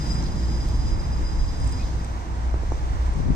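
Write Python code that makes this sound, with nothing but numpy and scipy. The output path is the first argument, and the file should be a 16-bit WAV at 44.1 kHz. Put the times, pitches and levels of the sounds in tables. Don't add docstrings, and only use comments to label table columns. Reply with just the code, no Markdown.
import sys
import numpy as np
from scipy.fft import rfft, irfft, next_fast_len
from scipy.io import wavfile
from scipy.ndimage import map_coordinates

SR = 44100
rng = np.random.default_rng(int(sys.argv[2]) if len(sys.argv) > 2 else 0)


def inscribe(sig):
    pcm = np.round(np.clip(np.atleast_2d(sig).T, -1, 1) * 32767)
    wavfile.write(sys.argv[1], SR, pcm.astype(np.int16))


N = 147735


def amp(db):
    return 10 ** (np.asarray(db) / 20)


def unit(x):
    return x / np.sqrt(np.mean(x ** 2) + 1e-20)


def clock():
    return np.arange(N) / SR


def colour(points, hz):
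    point_hz, point_db = np.transpose(points)
    return amp(np.interp(np.log(hz + 1), np.log(point_hz + 1), point_db))


def curves(rows):
    times, *columns = np.transpose(rows)
    return [np.interp(clock(), times, column) for column in columns]


def wobble(rate):
    return map_coordinates(rng.standard_normal(2048), [clock() * rate], mode="mirror")


def filtered(x, response):
    size = next_fast_len(N + 8192)
    spectrum = rfft(x, size) * response(np.fft.rfftfreq(size, 1 / SR))
    return irfft(spectrum, size)[..., :N]


def rush(spectrum, alike):
    def shape(hz):
        roll_off = (1 + (hz / (2 * spectrum[-1][0])) ** 2) ** 2
        return colour(spectrum, hz) / roll_off

    mid, side = filtered(rng.standard_normal((2, N)), shape)
    turn = np.arccos(np.clip(alike, -1, 1)) / 2
    return unit(np.cos(turn) * mid + np.sin(turn) * np.array([side, -side]))


def swell(s, width):
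    return np.exp(-.5 * ((clock() - s) / width) ** 2)


def from_left(x, lag_s):
    sides = np.array([[1], [-1]])
    return filtered(x, lambda hz: np.exp(1j * np.pi * hz * lag_s * sides))


def machinery(rumble_alike=0.58, drone_alike=0.97):
    # t/s, level/dB
    rumble_level = [(0, -28.5), (.6, -26.5), (1.3, -25.5), (1.55, -25), (1.68, -23), (1.85, -25),
                    (2.05, -32), (2.6, -28.5), (3.35, -25)]
    drone_level = [(0, -34), (.17, -29), (.45, -33), (1, -34), (1.35, -39), (1.7, -39.5), (2, -38.5),
                   (2.5, -39.5), (3.35, -43.5)]
    # f/Hz, level/dB
    rumble_spectrum = [(12, -18), (22, 0.5), (33, 5), (50, -0.5), (75, -4.5), (100, -7.5), (130, -17),
                       (250, -29.5), (500, -34)]
    drone_spectrum = [(70, -13), (112, 1), (128, -2.5), (150, 2), (180, -3.5), (215, -7), (260, -9),
                      (320, -9.5), (380, -16.5), (600, -26.5), (1500, -39)]
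    rumble_db, = curves(rumble_level)
    drone_db, = curves(drone_level)
    rumble = amp(rumble_db + 0.32 * wobble(6.7)) * rush(rumble_spectrum, rumble_alike)
    drone = amp(drone_db + 1.3 * wobble(17)) * rush(drone_spectrum, drone_alike)
    return rumble + drone


def hum(waver_db=1.5, waver_rad=0.27, tone_wander_rad=1.2):
    # t/s, f/Hz, level/dB
    note_path = [(0, 59.4, -36.5), (.11, 57.1, -23), (.2, 57, -32), (.33, 56.2, -38), (.42, 58.8, -24),
                 (.54, 59.35, -22.5), (.65, 58.62, -29.5), (.85, 60.7, -23), (.96, 59.75, -34.5),
                 (1.1, 60.44, -27.5), (1.25, 60.63, -33), (1.43, 60.1, -27), (1.53, 59.77, -29),
                 (1.65, 60, -26), (1.75, 60.33, -33.5), (2.09, 59.96, -29), (2.25, 59.46, -35.5),
                 (2.5, 59.74, -23.5), (2.62, 60.1, -27.5), (2.8, 59.87, -28), (2.89, 60.07, -31),
                 (3.07, 60.56, -20), (3.22, 58.4, -42), (3.35, 63.3, -24.5)]
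    # f/Hz, level/dB
    weak_tones = [(100, -46), (329, -53.5)]
    hz, level_db = curves(note_path)
    phase = 2 * np.pi * np.cumsum(hz) / SR + waver_rad * wobble(30.24)
    sound = amp(level_db + waver_db * wobble(19)) * np.sin(phase)
    for tone_hz, db in weak_tones:
        tone_phase = 2 * np.pi * tone_hz * clock() + tone_wander_rad * wobble(5)
        sound += amp(db + 2.16 * wobble(5.98)) * np.sin(tone_phase)
    return np.sqrt(2) * sound


def run_down(octave_below_db=-1, waver_rad=0.11):
    # t/s, f/Hz, level/dB
    motor_path = [(1.1, 334, -86), (1.22, 327.6, -47.5), (1.38, 309.5, -48), (1.55, 284.2, -53),
                  (1.66, 271, -41.5), (1.8, 251.5, -43), (1.92, 237.2, -83)]
    hz, level_db = curves(motor_path)
    phase = 2 * np.pi * np.cumsum(hz) / SR + waver_rad * wobble(30)
    tones = np.sin(phase) + amp(octave_below_db) * np.sin(phase / 2)
    return np.sqrt(2) * amp(level_db) * tones


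def fans(street_db=-43, lag_s=0.000452, pan_db=-2):
    # f/Hz, level/dB
    fan_spectrum = [(200, -0.5), (400, -4), (600, -1), (850, 1.5), (1300, -1), (1700, -6.5), (2300, -12),
                    (3200, -16), (5000, -30.5), (9000, -18.5)]
    street_spectrum = [(150, -32), (310, 1.5), (400, -1.5), (550, -3.5), (950, -0.5), (1400, -12.5),
                       (2100, -11.5), (3000, -27), (4500, -26), (9000, -37.5)]
    hiss_spectrum = [(1500, -25), (3000, -0.5), (4200, -1), (5400, 1), (6300, 1.5), (7200, -2),
                     (8400, -2.5), (10000, 0), (15000, -2.5)]
    # t/s, level/dB
    fan_level = [(0, -40.5), (.8, -45), (1.6, -44), (2.3, -46), (2.8, -43.5), (3.35, -44.5)]
    hiss_level = [(0, -45.5), (.4, -47.5), (.8, -47.5), (1.05, -50), (1.3, -50), (1.5, -48.5),
                  (1.85, -47.5), (2.1, -51.5), (2.55, -53), (2.85, -50.5), (3.35, -52)]
    fan_db, = curves(fan_level)
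    hiss_db, = curves(hiss_level)
    direct = from_left(rush(fan_spectrum, alike=0.97), lag_s) * amp(fan_db + 2.0 * wobble(6.05))
    scattered = rush(street_spectrum, alike=0.068) * amp(street_db + 0.87 * wobble(4.1))
    hiss = rush(hiss_spectrum, alike=0) * amp(hiss_db + 0.83 * wobble(19))
    balance = amp(pan_db / 2 * np.array([[1], [-1]]))
    return (direct + scattered) * balance + hiss


def whine(beat_hz=16, beat_wander_rad=1.2, echo_db=-4.5, lag_s=.00044):
    # t/s, f/Hz, level/dB, left minus right/dB
    whine_path = [(0, 5024, -48, 6), (.11, 5024, -41, 7), (.2, 5020, -47.5, 3), (.38, 5018, -51, 2),
                  (.52, 5014, -48.5, 3), (.75, 5010, -51.5, 1), (.9, 5014, -48.5, 4),
                  (1.05, 5010, -51.5, 3), (1.25, 5010, -49.5, 3), (1.82, 5008, -53, -1),
                  (1.95, 5000, -62, 2), (2.05, 4998, -60, 4), (2.2, 4995, -80, 0)]
    # multiple of the main pitch, relative level/dB
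    partials = [(1, -.5), (1.496, -9.5), (1.999, -4), (3, -21)]
    flutter_rate, fuzz_rate = 30, 140
    flutter_depth_db, fuzz_depth_db = 1.8, 2.5
    drift_rad, fuzz_rad = .4, .3
    overtone_fade = 1.5
    hz, level_db, pan_db = curves(whine_path)
    phase = 2 * np.pi * np.cumsum(hz) / SR + drift_rad * wobble(flutter_rate)
    beat = 2 * np.pi * beat_hz * clock() + beat_wander_rad * wobble(beat_hz)
    flutter_db = flutter_depth_db * wobble(flutter_rate)

    def partial(k):
        beads = unit(amp(flutter_db / k + fuzz_depth_db * wobble(fuzz_rate)))
        direct = k * (phase + fuzz_rad * wobble(fuzz_rate))
        echo = k * (phase - beat) + drift_rad * wobble(flutter_rate)
        pair = unit(np.sin(direct) + amp(k * k * echo_db) * np.sin(echo))
        fade_db = -overtone_fade * clock() * (k > 1)
        return amp(fade_db) * beads * pair

    ports = np.array([sum(amp(db) * partial(k) for k, db in partials) for _ in range(2)])
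    balance_db = pan_db / 2 * np.array([[1], [-1]])
    return amp(level_db + balance_db) * from_left(ports, lag_s)


def scuffs(octaves=0.22, grain_db=7.5):
    # t/s, width/s, centre f/Hz, level/dB
    brushes = [(0.146, 0.022, 8300, -49), (.228, 0.016, 5700, -46.5), (.265, 0.016, 4400, -48),
               (1.68, 0.039, 8400, -48.5), (1.825, 0.022, 4040, -53), (2.735, 0.028, 6060, -53)]
    out = np.zeros((2, N))
    for s, width, centre_hz, db in brushes:
        def band_shape(hz):
            return 1 / (1 + (np.log2((hz + 1) / centre_hz) / octaves) ** 2)

        band = filtered(rng.standard_normal((2, N)), band_shape)
        grains = unit(band * amp(grain_db * wobble(300)))
        out += amp(db) * swell(s, width) * grains
    return out


def ticks(pivot_hz=8500, t60_s=.006):
    # t/s, starting level/dB, treble tilt/(dB per octave)
    clicks = [(.687, -25, 25), (0.7, -37.5, 5), (1.601, -37, -6), (1.672, -36, 5), (1.7237, -25.5, -1.5),
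              (2.0468, -28, -2.5), (3.138, -38, -5)]
    # f/Hz, level/dB
    click_spectrum = [(3000, -22), (6000, -36), (8200, 2), (10000, -6), (15000, -10.5)]
    t, out = clock(), np.zeros((2, N))
    for s, db, tilt_db in clicks:
        tilted = [(hz, level + tilt_db * np.log2(hz / pivot_hz)) for hz, level in click_spectrum]
        crack = rush(tilted, alike=0)
        out += (t >= s) * amp(db - 60 * abs(t - s) / t60_s) * crack
    return out


def squeak(right_db=-6, glide_hz_per_s=4000, rough_rad=.8):
    # t/s, width/s, f/Hz at the middle, level/dB
    squeak_row = (1.812, .014, 2490, -47.5)
    s, width, hz, db = squeak_row
    t = clock() - s
    phase = 2 * np.pi * (hz * t + glide_hz_per_s * t ** 2 / 2) + rough_rad * wobble(250)
    return np.sqrt(2) * amp(db) * swell(s, width) * np.sin(phase) * amp([[0], [right_db]])


def bumps(push_s=0.00076, push_delay_s=0.0027, push_db=-5.5):
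    # t/s, level/dB, contact width/s
    taps = [(2.5421, -17, 0.00025), (2.6349, -21, 0.00032), (2.7208, -14.5, .00024)]
    out = 0
    for s, db, tap_s in taps:
        push = amp(push_db) * swell(s + push_delay_s, push_s)
        out = out + amp(db) * (swell(s, tap_s) + push)
    return out


def puff(right_db=-22, slap_s=0.00069, flutter_db=1.5):
    # t/s, level/dB
    puff_level = [(3.1, -72), (3.165, -23.5), (3.21, -25), (3.235, -26.5), (3.28, -18), (3.31, -17),
                  (3.35, -25)]
    # f/Hz, level/dB
    wind_spectrum = [(15, -12), (40, -2), (100, 4.5), (170, 5), (280, -8), (420, -22.5), (1000, -42),
                     (3000, -82)]
    # t/s, level/dB
    slap_rows = [(3.203, -12.5), (3.3058, -8)]
    level_db, = curves(puff_level)
    buffet = amp(level_db + flutter_db * wobble(50)) * rush(wind_spectrum, alike=0)
    slaps = sum(amp(db) * swell(s, slap_s) for s, db in slap_rows)
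    return (buffet + slaps) * amp([[0], [right_db]])


def scene():
    tram = machinery() + hum() + run_down() + fans() + whine()
    close_by = scuffs() + ticks() + squeak() + bumps() + puff()
    return tram + close_by


def record(dry, top_hz=15400):
    # f/Hz, level/dB
    left_treble = [(3000, 0.5), (5000, 2), (6300, 5.5), (7400, -4.5), (8100, -10), (9000, -21),
                   (10500, -24.5), (13000, -12.5), (15000, -20)]
    right_treble = [(3000, 1), (5000, 3.5), (6300, -2.5), (7400, 3.5), (8700, 1), (9600, -13), (10000, -11),
                    (10600, -25), (12500, -10), (15000, -18.5)]

    def response(hz):
        return np.array([colour(left_treble, hz), colour(right_treble, hz)]) * (hz < top_hz)

    return filtered(dry, response)


dry = scene()
out = record(dry)
inscribe(out)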